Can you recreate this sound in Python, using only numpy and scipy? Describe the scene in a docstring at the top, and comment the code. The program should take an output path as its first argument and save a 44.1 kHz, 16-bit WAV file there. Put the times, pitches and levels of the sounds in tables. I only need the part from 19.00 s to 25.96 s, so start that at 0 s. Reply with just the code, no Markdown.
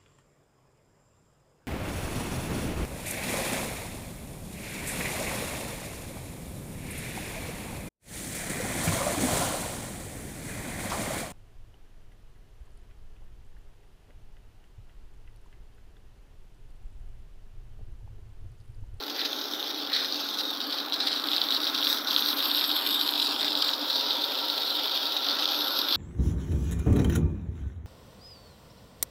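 """At the rear of a tanker truck, on one small microphone carried round it. From the start the pump
drones and its jet breaks up and spatters on wet concrete; the microphone rings near 4 and 12 kHz at
every drop and cuts the drone's bass. Near 1, 2 and 3 s the jet comes back in a burst. Big drops slap
down thickest from 2 to 4.7 s, with a puff of wind near the end of that stretch. From 5 s we are
nearer the nozzle, and a smoother, pulsing wash joins the spatter."""
import sys
import numpy as np
from scipy import signal
from scipy.fft import next_fast_len
from scipy.io import wavfile
from scipy.ndimage import uniform_filter1d

SR = 44100
rng = np.random.default_rng(int(sys.argv[2]) if len(sys.argv) > 2 else 0)


def unload_audio(sound):
    """Save the sound as a 16-bit wav file, at the path given as the first command line argument."""
    columns = np.transpose(np.atleast_2d(sound))
    # keep every value between -1 and 1, then stretch to whole-number steps
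    steps = np.round(np.clip(columns, -1, 1) * 32767)
    wavfile.write(sys.argv[1], SR, steps.astype(np.int16))


N = 306936
T = np.arange(N) / SR

# The jet as the microphone rounds the cabinet and turns. Each row: time in seconds, then levels in dB
# of the spatter between gushes, the fine spray, the 6 kHz edge and the 8 kHz middle treble.
JET_LEVELS = [(0, -37.5, -49.5, -51.5, -60), (.46, -35.5, -48, -44, -61), (.9, -35, -50, -51, -60.5),
              (.95, -37.5, -49.5, -46, -58), (1.15, -33, -48, -43.5, -56.5), (1.9, -37, -50, -55, -60),
              (2.05, -33.5, -51.5, -48, -54), (2.35, -33, -45.5, -50, -54), (2.8, -33, -45.5, -45.5, -54.5),
              (2.92, -37.5, -37, -40.5, -49), (3.02, -37, -46, -42.5, -56), (3.3, -32.5, -41.5, -45, -55.5),
              (3.8, -30, -45, -62, -53), (4.3, -36, -47.5, -55, -51), (4.65, -29, -46.5, -53, -53),
              (5.05, -33, -46.5, -47, -57), (5.7, -29, -45, -52, -54.5), (6.2, -30.5, -45.5, -48, -57.5),
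              (6.5, -29, -47, -45, -56), (6.96, -31.5, -47, -50, -56)]
# Each row: peak time in seconds, level in dB, length in seconds.
JET_GUSHES = [(.225, -33.5, 0.082), (.668, -34.5, 0.019), (1.4, -32.5, 0.028), (1.49, -38, 0.076),
              (1.62, -33.5, 0.032), (1.75, -31.5, 0.06), (2.055, -29, 0.12), (2.335, -32, 0.11),
              (2.534, -27, 0.039), (2.669, -32.5, 0.038), (2.76, -33.5, 0.043), (2.878, -27, 0.08),
              (3.108, -33, 0.021), (3.168, -31.5, 0.042), (3.273, -30, 0.11), (3.442, -30.5, 0.034),
              (3.582, -29, 0.06), (3.717, -31, 0.075), (3.94, -29.5, 0.12), (4.011, -31.5, 0.024),
              (4.21, -28, 0.11), (4.43, -29.5, .06), (4.605, -29, 0.048), (4.959, -29, 0.11),
              (5.113, -29.5, 0.024), (5.208, -29.5, 0.028), (5.517, -34, 0.04), (5.941, -34, 0.017),
              (6.306, -32.5, 0.055), (6.55, -43, 0.029), (6.765, -28.5, 0.045), (6.93, -26, 0.032)]  # a thick length of the broken jet lands
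JET_BURSTS = [(.936, -25.5, 0.084), (1.925, -31.5, 0.024), (3.074, -27, 0.038)]  # the jet returns all at once
HEAVY_SLOPS = [(.21, -43, 0.078), (.62, -53, .1), (.96, -38.5, .07), (1.766, -49, 0.068),
               (2.04, -43.5, 0.11), (2.888, -44, 0.052), (3.283, -50, .08), (3.612, -42, 0.032),
               (3.8, -45, 0.052), (4.43, -39.5, 0.038), (4.654, -46, 0.056), (6.291, -46, 0.1),
               (6.93, -46, 0.073)]  # heavy slops of liquid
WIND_PUFF = [(4.38, -65.5, 0.12)]  # a puff of wind
# The jet breaks off briefly. Each row: time in seconds, dip in dB, length in seconds.
JET_BREAKS = [(.05, -1.5, .04), (1.877, -3, 0.036), (2.262, -5, 0.069), (3.047, -1.5, 0.066),
              (3.352, -11, 0.031), (3.823, -1.5, .04), (4.782, -6, 0.042)]
# Low splashing between slops. Each row: time in seconds, level in dB.
SLOSH_LEVELS = [(0, -50.5), (1.9, -51), (2.4, -46), (4, -46.5), (4.5, -51.5), (5, -48), (6.96, -50)]
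# Big drops on the concrete. Each row: start in seconds, peak of the ring in dB, its pitch in Hz.
BIG_DROPS = [(0.2156, -15, 3470), (0.6271, -17, 3780), (0.9374, -13, 4130), (1.1235, -13, 4370),
             (1.4089, -16, 4190), (1.9227, -13, 3770), (1.9456, -16, 4040), (2.241, -18, 3950),
             (2.2724, -23, 4250), (2.2859, -12, 3810), (2.3153, -15, 3600), (2.3323, -13, 3680),
             (2.3637, -11, 4330), (2.3806, -12, 3790), (2.4156, -7, 4000), (2.4679, -19, 4030),
             (2.4864, -13, 3910), (2.5223, -11, 3810), (2.5647, -14, 3930), (2.6426, -14, 4440),
             (2.6685, -11, 3720), (2.7533, -14, 3580), (2.8152, -17, 3490), (2.8266, -12, 3530),
             (2.8481, -12, 3990), (2.8695, -9, 3670), (3.0721, -15, 4230), (3.1085, -11, 3940),
             (3.1479, -17, 4130), (3.1624, -4, 3750), (3.2227, -11, 3810), (3.2601, -12, 3960),
             (3.329, -14, 3630), (3.3704, -18, 3800), (3.4038, -14, 3550), (3.4971, -16, 3710),
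             (3.5141, -11, 3980), (3.5475, -11, 4030), (3.5754, -12, 3580), (3.5944, -11, 3800),
             (3.6104, -12, 3590), (3.6403, -13, 3990), (3.7021, -14, 3490), (3.8638, -12, 3650),
             (3.9461, -12, 3750), (4.0903, -10, 3840), (4.1227, -17, 3760), (4.1372, -12, 3720),
             (4.1566, -14, 3780), (4.1995, -12, 3620), (4.226, -11, 3850), (4.3621, -16, 3590),
             (4.429, -13, 3900), (4.4804, -12, 3700), (4.5193, -14, 3760), (4.5522, -10, 3840),
             (4.6904, -12, 3620), (4.7333, -18, 3670), (5.1065, -11, 3750), (6.2858, -10, 4010),
             (6.4554, -8, 3740), (6.5197, -15, 3950), (6.6075, -13, 3680), (6.8854, -13, 3890),
             (6.9109, -16, 4060), (6.9248, -11, 3940)]
# The microphone's ring near 4 kHz. Each row: offset from the centre in Hz, gain in dB.
SPATTER_SHAPE = [(-1500, -18), (-850, -9), (-350, 1), (-14, 3.5), (350, -0.5), (698, -2), (1244, -6),
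                 (1900, -14.5), (2586, -44.5)]
# Tone colours at the microphone. Each row: frequency in Hz, gain in dB.
SLOP_SHAPE = [(700, -40), (1100, -24), (1500, 7), (1900, 3.5), (2500, 2), (3000, -14), (3600, -80)]
EDGE_SHAPE = [(5000, 3.5), (5500, 2), (5800, 1.5), (6300, -6), (6800, -11), (7300, -60)]
MIDDLE_SHAPE = [(6000, -16), (6900, -5), (7600, -6), (8600, -4.5), (9500, -7), (11000, -6), (12500, -45)]
SPRAY_SHAPE = [(5590, -50), (9500, -16.5), (10900, -13.5), (12600, 1), (13200, -4), (14100, 0), (15800, -7)]
WIND_TRAFFIC_SHAPE = [(12, -41), (20, -11), (22, -18), (27, -23), (54, -15.5), (113, 7), (135, 2),
                      (165, -10.5), (210, -39), (360, -120)]
# Treble bands that slide as the microphone turns. Each row: start and end in seconds,
# first and last frequency in Hz, width in Hz, level in dB before the jet's flicker.
TREBLE_GLINTS = [(.15, .7, 11850, 11950, 350, -61), (3.05, 4.8, 8700, 7600, 600, -55),
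                 (3.8, 5, 7500, 6700, 500, -59), (3.05, 4.25, 12900, 12250, 900, -43),
                 (3.2, 3.8, 13900, 13200, 500, -51), (3.75, 4.45, 11150, 10850, 700, -51),
                 (6.5, 7.6, 12450, 12450, 1000, -42), (3.7, 4.6, 5300, 4500, 800, -50)]
# The pump on the way round the cabinet. Each row: time in seconds, then levels in dB, before
# filtering, of the seven parts below in their order.
PUMP_LEVELS = [(0.1, -47, -45.5, -47.5, -48.5, -54, -57, -50), (1.64, -45, -50.5, -48, -44, -51, -61, -56),
               (1.96, -44.5, -48.5, -45.5, -43.5, -57, -52.5, -50),
               (3.13, -43, -49.5, -47, -39.5, -50, -52, -47.5),
               (4.31, -43.5, -48.5, -45.5, -42.5, -59, -44.5, -60),
               (4.4, -43, -44.5, -41.5, -43, -52, -50, -55),
               (4.73, -44, -52, -46.5, -40.5, -47.5, -48, -58),
               (5.02, -46, -48, -45.5, -46, -45.5, -44, -46),
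               (6.17, -50, -48.5, -45, -45.5, -50.5, -48.5, -45),
               (6.29, -45, -48.5, -43, -41.5, -47, -49, -43),
               (6.85, -45.5, -46.5, -46.5, -40.5, -47.5, -47, -44.5)]
# The pump's resonances. Each row: frequency in Hz, width in Hz, relative level in dB.
DRONE_MODES = [(231.3, 39, -12), (271, 31, -5), (296.6, 15.4, -2.5)]
CASING_MODES = [(320, 16, 2), (418, 96, 9.5)]
LOW_PANEL_MODES = [(637, 93, 0.5), (788, 54, 2.5), (868.5, 37, 1)]
HIGH_PANEL_MODES = [(1047, 75, 6.5), (1199, 53, 5.5), (1277, 21, 6), (1366, 94, 5.5), (1462, 17, 6.5),
                    (1614, 90, 5.5), (1655, 140, -9.5)]
LOW_HUM_MODES = [(522.7, 32, -7), (549, 110, -7)]
HIGH_HUM_MODES = [(948, 34, -3.5), (955, 76, -16)]
WHINE_MODES = [(1353, 32, 0)]

SPATTER_HZ, SPATTER_WANDER_HZ = 3808, 49.93
BRIGHTENS_HZ_PER_DB = 20  # a stronger surge spatters higher
RUMBLE_DB, BAND_LIMIT_HZ = -76, 15830


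def jet():
    """The broken jet lands on wet concrete: large drops reach every range, fine mist only the top."""
    steady_db, spray_db, edge_db, middle_db = curves(JET_LEVELS)
    dip_db = sum(db * np.exp(-(2 * (T - s) / length) ** 2) for s, db, length in JET_BREAKS)
    spatter_power = amp(2 * steady_db) + swells(JET_GUSHES) + swells(JET_BURSTS, rise=.05)
    spatter_db = 10 * np.log10(spatter_power) + dip_db + 0.56 * wander(8.8)
    slop_db = 10 * np.log10(amp(2 * curves(SLOSH_LEVELS)[0]) + swells(HEAVY_SLOPS))
    large = drops(per_s=4600, spread_db=3, clumps_per_s=130, clump_s=0.0018)
    fine = drops(per_s=5000, spread_db=4.5, clumps_per_s=45, clump_s=0.0039)
    # nearer the nozzle the jet itself adds a smoother, pulsing wash
    nearness = np.interp(T, [0, 4.6, 5.0, 6.96], [0.13, 0.23, 0.52, 0.57])
    wash = nearness * noise() * amp(wander(51))
    surge_db = spatter_db - uniform_filter1d(spatter_db, int(.3 * SR))  # quick surges lift the treble too
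    centre_hz = SPATTER_HZ + SPATTER_WANDER_HZ * wander(2.5) + BRIGHTENS_HZ_PER_DB * surge_db
    spatter = amp(spatter_db) * steadied(microphone_ring(large + wash, centre_hz), 0.082)
    edge = steadied(coloured(large + 0.14 * fine + wash, EDGE_SHAPE), 0.1)
    edge *= amp(edge_db + 0.6 * surge_db)
    slop = amp(slop_db) * steadied(coloured(0.61 * large + 0.63 * noise(), SLOP_SHAPE), 0.35)
    middle = steadied(coloured(1.4 * large + .5 * fine[::-1] + .5 * noise(), MIDDLE_SHAPE), 0.37)
    middle *= amp(middle_db + 0.73 * surge_db)
    mist = 0.99 * large + fine + 0.3 * noise()
    spray = steadied(coloured(mist, SPRAY_SHAPE), 0.14)
    spray *= amp(spray_db + 0.34 * surge_db + 0.44 * wander(6.1))
    flicker = amp(.5 * surge_db + 3.2 * wander(12))
    return spatter + edge + slop + middle + spray + flicker * glints(mist)


def drops(per_s, spread_db, clumps_per_s, clump_s, clump_db=6.5):
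    """Drops click in very unequal sizes; each clump of broken jet lands at once and dies away."""
    size = amp(spread_db * np.minimum(rng.exponential(1, N), 2.8)) * rng.choice([-1., 1.], N)
    landings = np.minimum(rng.exponential(1, N), 1.2) * (rng.random(N) < clumps_per_s / SR)
    clumps = signal.lfilter([1], [1, -np.exp(-1 / (clump_s * SR))], landings)
    clicks = size * (rng.random(N) < per_s / SR) * (1 + amp(clump_db) * clumps)
    return unit_rms(patchy(echoed(clicks)))


def microphone_ring(x, centre_hz):
    """Drops ring the microphone: a band shaped round 8 kHz, then slid down to a moving centre."""
    band = coloured(x, [(8000 + hz, db) for hz, db in SPATTER_SHAPE])
    slide = np.exp(2j * np.pi * np.cumsum(centre_hz - 8000) / SR)
    return (signal.hilbert(band, next_fast_len(N))[:N] * slide).real


def glints(mist):
    """As the microphone turns, treble bands of the mist rise, slide and fade."""
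    out = np.zeros(N)
    for start, end, first_hz, last_hz, width, db in TREBLE_GLINTS:
        span = slice(int(start * SR), int(end * SR))
        along = (T[span] - start) / (end - start)
        carrier = np.exp(2j * np.pi * np.cumsum(first_hz + (last_hz - first_hz) * along) / SR)
        band = (carrier * signal.lfilter(*signal.butter(2, width / 2, fs=SR), mist[span] / carrier)).real
        out[span] += amp(db) * unit_rms(band) * np.sin(np.pi * along) ** 0.42
    return out


def slaps():
    """Each big drop is a few cycles of microphone ring with a tick of spray."""
    out, t = np.zeros(N + 400), np.arange(200) / SR
    ring_shape = np.exp(-((t - .0011) / np.where(t < .0011, .0003, .0006)) ** 2)
    tick_shape = np.exp(-((t - .001) / 0.00018) ** 2)
    spray_db = curves(JET_LEVELS)[1]
    for start, db, hz in BIG_DROPS:
        ring_phase, tick_phase, pitch, strength = rng.random(4)
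        ring = ring_shape * np.sin(2 * np.pi * (hz * t + ring_phase))
        tick = tick_shape * np.sin(2 * np.pi * ((11500 + 3000 * pitch) * t + tick_phase))
        at = round(start * SR)
        out[at:at + len(t)] += amp(db) * ring + amp(spray_db[at] + 9 + 8 * strength) * tick
    return echoed(out[:N])


def echoed(x, decay_s=0.022, echo_db=-10, turns_per_s=23):
    """Steel and puddles close by throw each drop back; the landing spot moves, so four tails take turns."""
    t = np.arange(2000) / SR
    tails = rng.standard_normal((4, len(t))) * amp(-60 * t / decay_s) * (t > .0012)
    out = x.copy()
    for k, tail in enumerate(tails):
        apart = (turns_per_s * T - k + 2) % 4 - 2
        share = np.cos(np.pi / 2 * np.clip(apart, -1, 1))
        out += amp(echo_db) * signal.oaconvolve(x * share, tail / np.linalg.norm(tail))[:N]
    return out


def patchy(x, depth_db=2):
    """The landing spot keeps moving, so the colour drifts in patches of time and pitch."""
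    spectra = signal.stft(x, nperseg=256)[2]
    patches = uniform_filter1d(rng.standard_normal(spectra.shape), size=3, axis=0)
    patches = uniform_filter1d(patches, size=30, axis=1)
    return signal.istft(spectra * amp(depth_db * unit_rms(patches)), nperseg=256)[1][:N]


def pump():
    """At the truck's rear, turbulent flow and loose parts shake the pipe, casing and cabinet panels."""
    parts = (DRONE_MODES, CASING_MODES, LOW_PANEL_MODES, HIGH_PANEL_MODES,
             LOW_HUM_MODES, HIGH_HUM_MODES, WHINE_MODES)
    out = np.zeros(N)
    for level_db, modes in zip(curves(PUMP_LEVELS), parts):
        shake = noise() * amp(1.33 * wander(19.5))
        ringing = sum(amp(db) * unit_rms(resonate(shake, hz, width)) * (-1) ** k
                      for k, (hz, width, db) in enumerate(modes))
        out += amp(level_db) * steadied(ringing, 0.45)
    dulled = signal.sosfilt(signal.butter(2, 2200, fs=SR, output="sos"), out)
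    microphone_bass_cut = signal.butter(6, 205, "high", fs=SR, output="sos")
    return signal.sosfilt(microphone_bass_cut, dulled)


def rumble():
    """Light wind and far traffic: lumpy low noise with one puff."""
    low = steadied(coloured(noise(), WIND_TRAFFIC_SHAPE), 0.47)
    return np.sqrt(amp(2 * RUMBLE_DB) + swells(WIND_PUFF)) * amp(1.5 * wander(1.6)) * low


def swells(rows, rise=0.55):
    """Power of events that rise quickly and fall more slowly; rise is a share of the length."""
    return sum(amp(2 * db) * np.exp(-((T - s) / (length * np.where(T < s, rise, 1))) ** 2)
               for s, db, length in rows)


def coloured(x, points):
    """Causal filter with the gain of the points: each click rings after itself, never before."""
    hz, db = np.transpose(points)
    grid_hz = abs(np.fft.fftfreq(4096, 1 / SR))
    gain_db = np.interp(np.log(grid_hz + 1), np.log(hz + 1), db, left=-60, right=-60)
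    log_gain = uniform_filter1d(np.log(amp(gain_db)), size=9, mode="wrap")
    taps = np.fft.ifft(np.exp(np.conj(signal.hilbert(log_gain)))).real[:2048]
    return signal.oaconvolve(x, taps)[:N]


def resonate(x, hz, width):
    """One resonance of peak gain 1."""
    return signal.lfilter(*signal.iirpeak(hz, hz / width, SR), x)


def steadied(x, span_s):
    """Divides out the slow level so that a curve can set it."""
    return x / np.sqrt(uniform_filter1d(x ** 2, int(span_s * SR)) + 1e-12)


def curves(rows):
    """Every column after the time, one value a sample."""
    times, *columns = np.transpose(rows)
    return [np.interp(T, times, column) for column in columns]


def wander(cutoff_hz):
    """Slow random drift of rms 1."""
    return unit_rms(signal.lfilter(*signal.butter(2, cutoff_hz, fs=SR), noise()))


def noise():
    """White noise."""
    return rng.standard_normal(N)


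def unit_rms(x):
    """Scales to rms 1."""
    return x / np.sqrt(np.mean(x ** 2) + 1e-20)


def amp(db):
    """Decibels to gain."""
    return 10 ** (np.asarray(db) / 20)


def scene():
    """All sources at one microphone."""
    return (jet() + slaps() + pump() + rumble())[None]


def record(dry):
    """The top end stops sharply at the band limit."""
    lowpass = signal.firwin(1023, BAND_LIMIT_HZ, window=("kaiser", 9), fs=SR)
    return signal.oaconvolve(dry, lowpass[None], "same")


dry = scene()
out = record(dry)
unload_audio(out)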